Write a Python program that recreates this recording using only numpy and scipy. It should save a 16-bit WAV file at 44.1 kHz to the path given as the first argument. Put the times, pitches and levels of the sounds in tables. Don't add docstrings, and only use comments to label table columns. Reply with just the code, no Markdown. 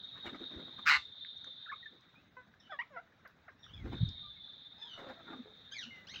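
import sys
import numpy as np
from scipy import signal
from scipy.fft import rfft, irfft, next_fast_len
from scipy.io import wavfile
from scipy.ndimage import uniform_filter1d, map_coordinates

SR = 44100
rng = np.random.default_rng(int(sys.argv[2]) if len(sys.argv) > 2 else 0)


def dump_mix(stems):
    frames = np.atleast_2d(stems).T
    limited = np.clip(frames, -1, 1)
    pcm = np.round(limited * 32767).astype(np.int16)
    wavfile.write(sys.argv[1], SR, pcm)


N = 273420
T = np.arange(N) / SR
TOP_HZ = 15800


def amp(db):
    return 10 ** (np.asarray(db) / 20)


def unit(x):
    return x / np.sqrt(np.mean(x ** 2) + 1e-20)


def along(points, hz):
    f, v = np.transpose(points)
    return np.interp(np.log(hz + 1), np.log(f + 1), v)


def curves(rows, t=T):
    s, *cols = np.transpose(rows)
    return [np.interp(t, np.sort(s), c) for c in cols]


def gate(rows, t=T):
    to_edge = np.minimum(t - rows[0][0], rows[-1][0] - t)
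    return np.sin(np.pi / 2 * np.clip(to_edge / .005, 0, 1)) ** 2


def wobble(rate, size=N):
    knots = rng.standard_normal(int(size * rate / SR) + 4)
    return map_coordinates(knots, [np.arange(size) * rate / SR])


def coloured(x, points):
    m = 2 * next_fast_len(N // 2 + 4096)
    shape = amp(along(points, np.fft.rfftfreq(m, 1 / SR)))
    cepstrum = irfft(np.log(shape))
    cepstrum[1:m // 2] *= 2
    cepstrum[m // 2 + 1:] = 0
    return irfft(rfft(x, m) * np.exp(rfft(cepstrum)))[:N]


def noise(points):
    return unit(coloured(rng.standard_normal(N), points))


def lumpy(x, depth_db):
    z = signal.stft(x, nperseg=512)[2]
    patches = uniform_filter1d(rng.standard_normal(z.shape), size=3, axis=0)
    patches = uniform_filter1d(patches, size=5, axis=1)
    return unit(signal.istft(z * amp(depth_db * unit(patches)), nperseg=512)[1][:N])


# t/s, level/dB (before wavering and the line and hiss trims), centre f/Hz (before wander)
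WHINE_PATH = [(0, -51, 3710), (.5, -48, 3736), (.9, -49, 3610), (1.24, -47.5, 3617), (1.41, -50.5, 3696),
              (1.54, -49.5, 3570), (1.75, -51.5, 3734), (1.9, -57.5, 3617), (2.35, -71, 3730),
              (3.78, -77, 3640), (3.93, -54, 3637), (4.06, -46, 3676), (4.4, -50.5, 3547),
              (4.72, -56, 3607), (5.22, -56.5, 3620), (6.2, -63, 3670)]
# f/Hz, level/dB
WHINE_HISS = [(2000, -73.5), (2900, -27.5), (3150, -12.5), (3320, -3), (3460, -2), (3720, 4.5),
              (4030, -2.5), (4320, -14.5), (5200, -39.5), (7000, -58)]
WHINE_WAVER_DB, WHINE_WAVER_RATE = 1.82, 11


def whine(wander_hz=38, line_db=-3.5, hiss_db=-6.0):
    db, hz = curves(WHINE_PATH)
    db = db + WHINE_WAVER_DB * wobble(WHINE_WAVER_RATE)
    lines = np.zeros(N)
    for _ in range(3):
        phase = 2 * np.pi * np.cumsum(hz + wander_hz * wobble(16)) / SR
        lines += wobble(65) * np.cos(phase) + wobble(65) * np.sin(phase)
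    strength = np.clip((db + 70) / 16, 0, 1)
    return amp(db) * (amp(line_db) * strength * unit(lines) + amp(hiss_db) * noise(WHINE_HISS))


# t/s, patter level/dB
BUSTLE = [(0, -69.5), (.22, -65), (.9, -66), (1.05, -70.5), (3.6, -70), (3.95, -62), (4.2, -72), (4.7, -70),
          (5.04, -66), (5.5, -68), (6.2, -63)]
# f/Hz, level/dB
PATTER_COLOUR = [(150, -17.5), (400, 3), (1000, -0.5), (1600, 5), (2100, -0.5), (2800, -7.5), (4500, -14.5),
                 (6500, -18.5), (8500, -38), (13500, -43), (15300, -18.5)]
# f/Hz, level/dB
RUMBLE_COLOUR = [(20, -36), (50, -8.5), (85, 0), (180, 0), (280, -3), (400, -19.5), (800, -18.5),
                 (2000, -49.5)]
RUMBLE_DB, RUMBLE_SWELL_DB, RUMBLE_FOLLOWS = -69, 0.2, 0.94


def background(patter_db=1):
    bustle_db, = curves(BUSTLE)
    low_db = RUMBLE_DB + RUMBLE_FOLLOWS * (bustle_db - bustle_db.mean()) + RUMBLE_SWELL_DB * wobble(4)
    patter = lumpy(noise(PATTER_COLOUR) * amp(patter_db * wobble(60)), 2.8)
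    rumble = lumpy(noise(RUMBLE_COLOUR), 2.5)
    return amp(low_db) * rumble + amp(bustle_db) * patter


# first beat t/s, number of beats, time between beats/s, swish level/dB (wings() trims it),
# air push level/dB, change over the bout/dB (down or up), stroke length/s (wings() adds 2 ms)
FLIGHTS = [ (0.172, 1, 0.093, -53, -77, 0, 0.011), (0.264, 6, 0.083, -38.5, -48, -17.5, 0.008),
           (0.297, 1, .085, -49, -53.5, 0, 0.0045), (0.327, 2, .082, -54.5, -45.5, 6, 0.0041),
           (0.54, 3, .04, -55.5, -53.5, -5, .012), (0.789, 1, .085, -50, -57.5, 0, 0.0037),
           (1.465, 1, .085, -61, -80, -2, 0.0085), (1.93, 1, .085, -67, -63, -3, 0.013),
           (3.853, 2, 0.074, -50.5, -45, 11, 0.0062), (3.871, 2, 0.069, -51.5, -47.5, -7, 0.0071),
           (4.989, 1, .085, -46.5, -63.5, 0, .01), (5.026, 2, 0.07, -52, -57.5, 4, 0.017),
           (5.093, 1, .085, -48.5, -65, 0, .006), (5.312, 1, .085, -53.5, -53.5, 0, 0.034)]
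CHANGE_BEATS, PUSH_FOLLOWS = 1.3, 0.6


def wingbeats():
    for start, beats, period, swish_db, push_db, change_db, length in FLIGHTS:
        for k in range(round(beats)):
            so_far_db = change_db * (1 - np.exp(-k / CHANGE_BEATS))
            yield start + k * period, swish_db + so_far_db, push_db + PUSH_FOLLOWS * so_far_db, length


# f/Hz, level/dB
FEATHERS = [(200, -4.5), (500, 7), (960, 4), (1400, 6.5), (2100, -1.5), (2900, -9), (4500, -16),
            (7000, -28), (9000, -45.5), (13000, -39), (15500, -35)]
# f/Hz, level/dB
WING_PUSH = [(40, -36.5), (150, -1.5), (260, 9), (380, 4.5), (550, -15.5), (1000, -34.5), (3000, -80.5)]


def wings(swish_db=-3, grain_db=2.0):
    swish_power, push_power = np.zeros(N), np.zeros(N)
    for s, feather_db, air_db, length in wingbeats():
        stroke = 1 / np.cosh(np.minimum(np.abs(T - s - .005) / (length + .002), 40))
        swish_power += (amp(feather_db) * stroke) ** 2
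        push_power += (amp(air_db) * stroke) ** 2
    feathers = lumpy(noise(FEATHERS) * amp(grain_db * wobble(300)), 4.5)
    air = lumpy(noise(WING_PUSH), 1.5)
    return amp(swish_db) * np.sqrt(swish_power) * feathers + np.sqrt(push_power) * air


# t/s, level/dB, f/Hz, length/s
THUMPS = [(.275, -52.5, 85, 0.0053), (0.571, -45.5, 73.5, 0.007), (0.984, -55.5, 71.4, 0.014),
          (3.856, -37.5, 70, 0.0085), (4.016, -25, 117, 0.005), (4.034, -20.5, 137.4, 0.0044),
          (4.058, -37.5, 148, 0.0048), (5.404, -41, 242.5, 0.0082), (5.88, -50.5, 235, 0.011)]
# t/s, level/dB
GUST = [(3.55, -86), (3.8, -47.5), (3.95, -46), (4.09, -41), (4.14, -58), (4.25, -60), (4.5, -81.5)]
# f/Hz, level/dB
BUFFET = [(15, -25), (35, -10.5), (70, 3.5), (130, -2), (200, -11), (350, -25), (900, -79)]


def draught_and_thumps():
    out = amp(curves(GUST)[0]) * gate(GUST) * noise(BUFFET)
    for s, db, hz, length in THUMPS:
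        swell = np.exp(-.5 * ((T - s) / length) ** 2)
        out -= amp(db) * swell * np.cos(2 * np.pi * hz * (T - s))
    return out


# t/s, pulse rate f/Hz (before jitter), level/dB, beak opening/0-1
SQUAWK = [(.853, 148.6, -57, 0), (.862, 149.5, -35.5, 0.03), (.873, 145.6, -25.5, .05),
          (.886, 149.4, -24.5, 0), (.902, 145.9, -24, 0.7), (.925, 141.4, -25, 0.9),
          (.952, 146.8, -27.5, 0.94), (.973, 151, -33.5, 1), (.979, 148, -45, 0.7)]
# f/Hz, level/dB
BEAK_NARROW = [(400, -58.5), (750, -42), (1000, -21.5), (1300, 1.5), (1600, -3), (1820, -13.5), (2100, -5),
               (2800, -11), (3500, -24), (4900, -18.5), (7500, -37.5), (9000, -52), (13000, -52.5),
               (15500, -37)]
# f/Hz, level/dB
BEAK_WIDE = [(400, -34.5), (620, -35), (820, -14), (1200, -0.5), (1700, -6), (2050, 6), (2400, -7),
             (2800, -4), (3300, -21.5), (4100, -6), (5200, -24), (7500, -33.5), (9500, -54.5), (15500, -49)]


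def squawk(ring=0.0068):
    hz, db, opening = curves(SQUAWK)
    jitter, burst, rough = .017, .8, .42
    cycles = np.cumsum(hz * (1 + jitter * wobble(150))) / SR
    snaps = unit(np.diff(np.floor(cycles), prepend=0))
    rasp = unit(rng.standard_normal(N) * (cycles % 1 < burst))
    t = T[:SR // 100]
    dying_noise = rng.standard_normal(len(t)) * np.exp(-t / ring)
    rattle = irfft(np.exp(1j * np.angle(rfft(dying_noise))))
    rattling = unit(signal.fftconvolve(snaps, rattle)[:N])
    source = np.sqrt(1 - rough) * rattling + np.sqrt(rough) * rasp
    opening = np.clip(opening, 0, 1)
    narrow, wide = unit(coloured(source, BEAK_NARROW)), unit(coloured(source, BEAK_WIDE))
    voice = (1 - opening) * narrow + opening * wide
    voice /= np.sqrt(np.abs(uniform_filter1d(voice ** 2, size=450)) + 1e-9)
    return voice * amp(db) * gate(SQUAWK)


# t/s, peak level/dB (before the treble colour), ring f/Hz
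PECKS = [(1.248, -42, 1890), (1.379, -63, 5770), (1.444, -52.5, 5820), (1.443, -47, 1560),
         (2.009, -65, 6100), (2.143, -58, 1400), (2.539, -54.5, 1680), (2.877, -64, 3470),
         (3.276, -57, 4460), (3.277, -57.5, 12000), (3.664, -50, 1400), (4.09, -40.5, 4075)]
# f/Hz, level/dB
TICK_TREBLE = [(6500, 0), (9000, -13.5), (12000, -4)]


def pecks(t60=0.013, width=0.48):
    out, t = np.zeros(N + SR), np.arange(SR // 10) / SR
    f = np.fft.rfftfreq(len(t), 1 / SR)
    for s, db, hz in PECKS:
        crack = rng.standard_normal(len(t)) * amp(-60 * t / t60)
        damping = 1j * f * width * hz
        ring = damping / (hz ** 2 - f ** 2 + damping)
        tick = irfft(rfft(crack) * ring ** 3)
        out[round(s * SR):][:len(tick)] += amp(db) * tick / np.abs(tick).max()
    return coloured(out[:N], TICK_TREBLE)


TRILL_HZ = 51.1


def syllable(s, length, db, crest, start_hz, middle_hz, end_hz, rise_db, fall_db, power, trill=0):
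    u = np.linspace(0, 1, 65)
    bend = np.polyfit([0, .5, 1], np.log([start_hz, middle_hz, end_hz]), 2)
    arc = np.exp(np.polyval(bend, u))
    crest = np.clip(crest, .02, .98)
    before, after = np.maximum(crest - u, 0) / crest, np.maximum(u - crest, 0) / (1 - crest)
    hz = arc * (1 + trill * np.sin(2 * np.pi * TRILL_HZ * length * u))
    return np.column_stack([s + length * u, hz, db - rise_db * before ** power - fall_db * after ** power])


def note(beak_hz, rows, throat, beak_db, octaves, jitter, flutter_db, hoarse):
    first, last = int(rows[0][0] * SR), min(int(rows[-1][0] * SR), N)
    t, out = T[first:last], np.zeros(N)
    if len(t) < 2:
        return out
    drift = lambda rate: wobble(rate, size=len(t))
    hz, db = curves(rows, t)
    hz = uniform_filter1d(hz, size=200) * (1 + jitter * drift(300))
    k = np.arange(1, 9)[:, None]
    beak = beak_db * np.exp(-(np.log2(k * hz / beak_hz) / octaves) ** 2)
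    weights = amp(along(throat, k * hz) + beak) * (k * hz < TOP_HZ)
    weights /= np.sqrt(np.sum(weights ** 2, axis=0) / 2)
    hoarse = np.clip(hoarse, 0, 1)
    fray = np.array([drift(656.6) + 1j * drift(650) for _ in k])
    tones = np.exp(2j * np.pi * k * np.cumsum(hz) / SR)
    partials = (np.sqrt(1 - hoarse) + np.sqrt(hoarse / 2) * fray) * tones
    voice = np.sum(weights * partials.imag, axis=0)
    out[first:last] = voice * amp(db + flutter_db * drift(248.8)) * gate(rows, t)
    return out


# t/s, f/Hz, level/dB
WARBLE = [(1.657, 2018, -52), (1.665, 1522, -51.5), (1.678, 1237, -54.5), (1.701, 1783, -42.5),
          (1.711, 1673, -47), (1.72, 1136, -44), (1.728, 1060, -41.5), (1.738, 1260, -43.5),
          (1.746, 1320, -59)]
WARBLE_BEAK_HZ = 1510
# t/s, length/s, level/dB at the crest,
# crest/0-1 of the length, start f/Hz, middle f/Hz, end f/Hz, beak resonance f/Hz
CHIRRUPS = [ (1.825, 0.02, -51, .4, 1970, 1885, 1910, 1900),
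            (1.855, 0.025, -46, .3, 1780, 1773, 1750, 1800), (2.153, .062, -64, 0, 2400, 2530, 2740, 2500),
            (2.365, 0.059, -50, .12, 509, 503.5, 496, 990), (2.693, 0.037, -48, 0.7, 795, 773, 720, 1260),
            (2.718, 0.052, -44, 0.07, 683, 579, 575, 1220),
            (2.787, 0.041, -34.5, 0.12, 943, 994, 1290, 2320), (2.903, 0.08, -53.5, 1, 631, 526, 459, 716),
            (2.959, 0.048, -43, 0.29, 799, 673, 834, 1310), (3.247, .032, -52.5, 0.4, 875, 543, 500, 1540),
            (3.478, 0.033, -51, 0.14, 880, 550, 540, 1670),
            (3.752, .09, -63.5, 0.9, 2620, 2235, 1950, 2200),
            (4.151, 0.085, -72, .15, 2230, 2140, 2130, 2137),
            (4.221, 0.077, -61.5, 0.58, 1222, 1190, 1195, 1190),
            (4.361, 0.057, -68.5, 0.17, 2240, 2125, 2084, 2180),
            (5.904, 0.15, -53, 0.03, 2140, 2037, 2004, 2080)]
# f/Hz, level/dB
SOFT_THROAT = [(300, -3.5), (500, -6), (700, 6.5), (1000, -4), (1450, 0.5), (1950, -1), (2400, -13),
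               (2900, -16.5), (3600, -29), (5700, -35.5), (7000, -60)]
FULL_VOICE_DB = -35


def chirrups(full_voice_hoarse=0.061):
    voice = dict(throat=SOFT_THROAT, beak_db=11.5, octaves=0.71, jitter=0.006, flutter_db=.6)
    out = note(WARBLE_BEAK_HZ, WARBLE, hoarse=0.018, **voice)
    for s, length, db, *bend, beak_hz in CHIRRUPS:
        rows = syllable(s, length, db, *bend, rise_db=10.5, fall_db=14.5, power=1.68)
        out += note(beak_hz, rows, hoarse=full_voice_hoarse * amp(db - FULL_VOICE_DB), **voice)
    return out


# t/s, length/s, level/dB at the crest (scene() lowers it), crest/0-1,
# start f/Hz, middle f/Hz, end f/Hz, beak resonance f/Hz, hoarseness/0-1, trill depth/share of the pitch
SHRIEKS = [ (2.597, 0.025, -57.5, .4, 1820, 1800, 1800, 5500, 0.3, 0),
           (2.613, 0.1, -63.5, 0.56, 1640, 1492, 1520, 3000, 0.3, 0.0054),
           (2.703, 0.045, -54, 0.4, 1690, 1704, 1650, 3400, 0.18, 0),
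           (3.589, 0.11, -65, .5, 1860, 1872, 1887, 5640, 0, 0.0058),
           (3.629, 0.034, -51.5, .35, 1740, 1790, 1740, 3500, .25, 0.033),
           (3.665, 0.064, -59, 0.5, 1550, 1509, 1560, 3100, 0.4, 0.037),
           (3.727, 0.059, -51, 0.24, 1723, 1686, 1663, 3360, 0.2, 0),
           (4.781, 0.061, -57.5, 0.9, 1280, 1275, 1277, 5000, 0.3, 0),
           (4.812, 0.089, -49.5, 0.04, 1800, 1687, 1590, 3370, 0.07, 0.0075),
           (4.881, .11, -50, 0.34, 1590, 1484, 1463, 3030, 0.04, 0.0025),
           (5.711, 0.038, -44, 0.73, 1590, 1610, 1850, 6100, 0, 0.016),
           (5.741, 0.12, -42.5, 0.4, 2490, 1830, 1148, 2300, 0.04, 0),
           (5.746, 0.061, -55, 0.5, 1717, 1753, 1660, 3450, 0, 0),
           (5.827, 0.2, -54, 0, 1504, 1447, 1443, 2950, .12, 0.016),
           (6.067, 0.11, -46, 0.26, 1260, 2130, 1740, 5100, 0.13, 0.0051),
           (6.134, 0.077, -46, 0.14, 1433, 1405, 1296, 2760, 0.04, 0.14)]
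# f/Hz, level/dB
SHRILL_THROAT = [(1000, -21.5), (1600, 1.5), (2300, -3), (3000, 8.5), (3700, 7.5), (4600, -4.5),
                 (6200, -6.5), (7000, -21.5), (7600, -39.5), (10000, -43.5), (12000, -59)]


def shrieks():
    out = np.zeros(N)
    for *shape, beak_hz, hoarse, trill in SHRIEKS:
        rows = syllable(*shape, rise_db=9.0, fall_db=12, power=1.15, trill=trill)
        out += note(beak_hz, rows, SHRILL_THROAT, beak_db=9.5, octaves=0.17,
                    jitter=0.009, flutter_db=3.6, hoarse=hoarse)
    return out


# t/s, length/s, level/dB at the crest, crest/0-1,
# start f/Hz, middle f/Hz, end f/Hz, beak resonance f/Hz
GRUMBLES = [ (4.779, 0.13, -65.5, 0.55, 409.6, 465, 485, 900), (4.938, .12, -60, 0.22, 700, 657, 603, 1480),
            (5.058, 0.072, -51.5, 0.18, 617, 524, 607, 654),
            (5.152, 0.076, -57.5, 0.71, 641, 684, 624, 990),
            (5.265, 0.051, -52, 0.6, 490.5, 461.5, 465, 1290),
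            (5.317, 0.039, -57.5, 0.24, 473, 413, 357, 1180),
            (5.445, 0.086, -59, 0.14, 432, 425.6, 460, 402)]


def grumbles():
    out = np.zeros(N)
    for *shape, beak_hz in GRUMBLES:
        rows = syllable(*shape, rise_db=8.5, fall_db=12, power=0.95)
        out += note(beak_hz, rows, SOFT_THROAT, beak_db=20, octaves=0.67,
                    jitter=0.022, flutter_db=6.0, hoarse=0.17)
    return out


# f/Hz, time to die by 60 dB/s
ROOF_ECHO = [(200, 0.33), (1500, 0.12), (4000, 0.22), (7000, 0.25), (10000, 0.17)]


def walls(x):
    hz, t, z = signal.stft(rng.standard_normal(SR // 2), SR, nperseg=256)
    decay = amp(-60 * t / along(ROOF_ECHO, hz)[:, None])
    tail = signal.istft(z * decay, SR, nperseg=256)[1]
    late = np.pad(x, (SR // 200, 0))
    return signal.fftconvolve(late, tail / np.linalg.norm(tail))[:N]


WALL_DELAY_S, WALL_DB = .022, -12


def scene():
    close = squawk() + wings()
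    soft = chirrups() + grumbles() + pecks()
    far = shrieks()
    far = far + amp(WALL_DB) * np.pad(far, (round(WALL_DELAY_S * SR), 0))[:N]
    echo = walls(amp(-11) * close + amp(-11) * soft + amp(-10) * far)
    mono = close + soft + amp(-3.0) * far + echo + whine() + draught_and_thumps() + background()
    return np.array([mono, mono])


def record(dry):
    m = next_fast_len(N + SR // 2)
    kept = np.fft.rfftfreq(m, 1 / SR) < TOP_HZ
    return irfft(rfft(dry, m) * kept, m)[:, :N]


dry = scene()
out = record(dry)
dump_mix(out)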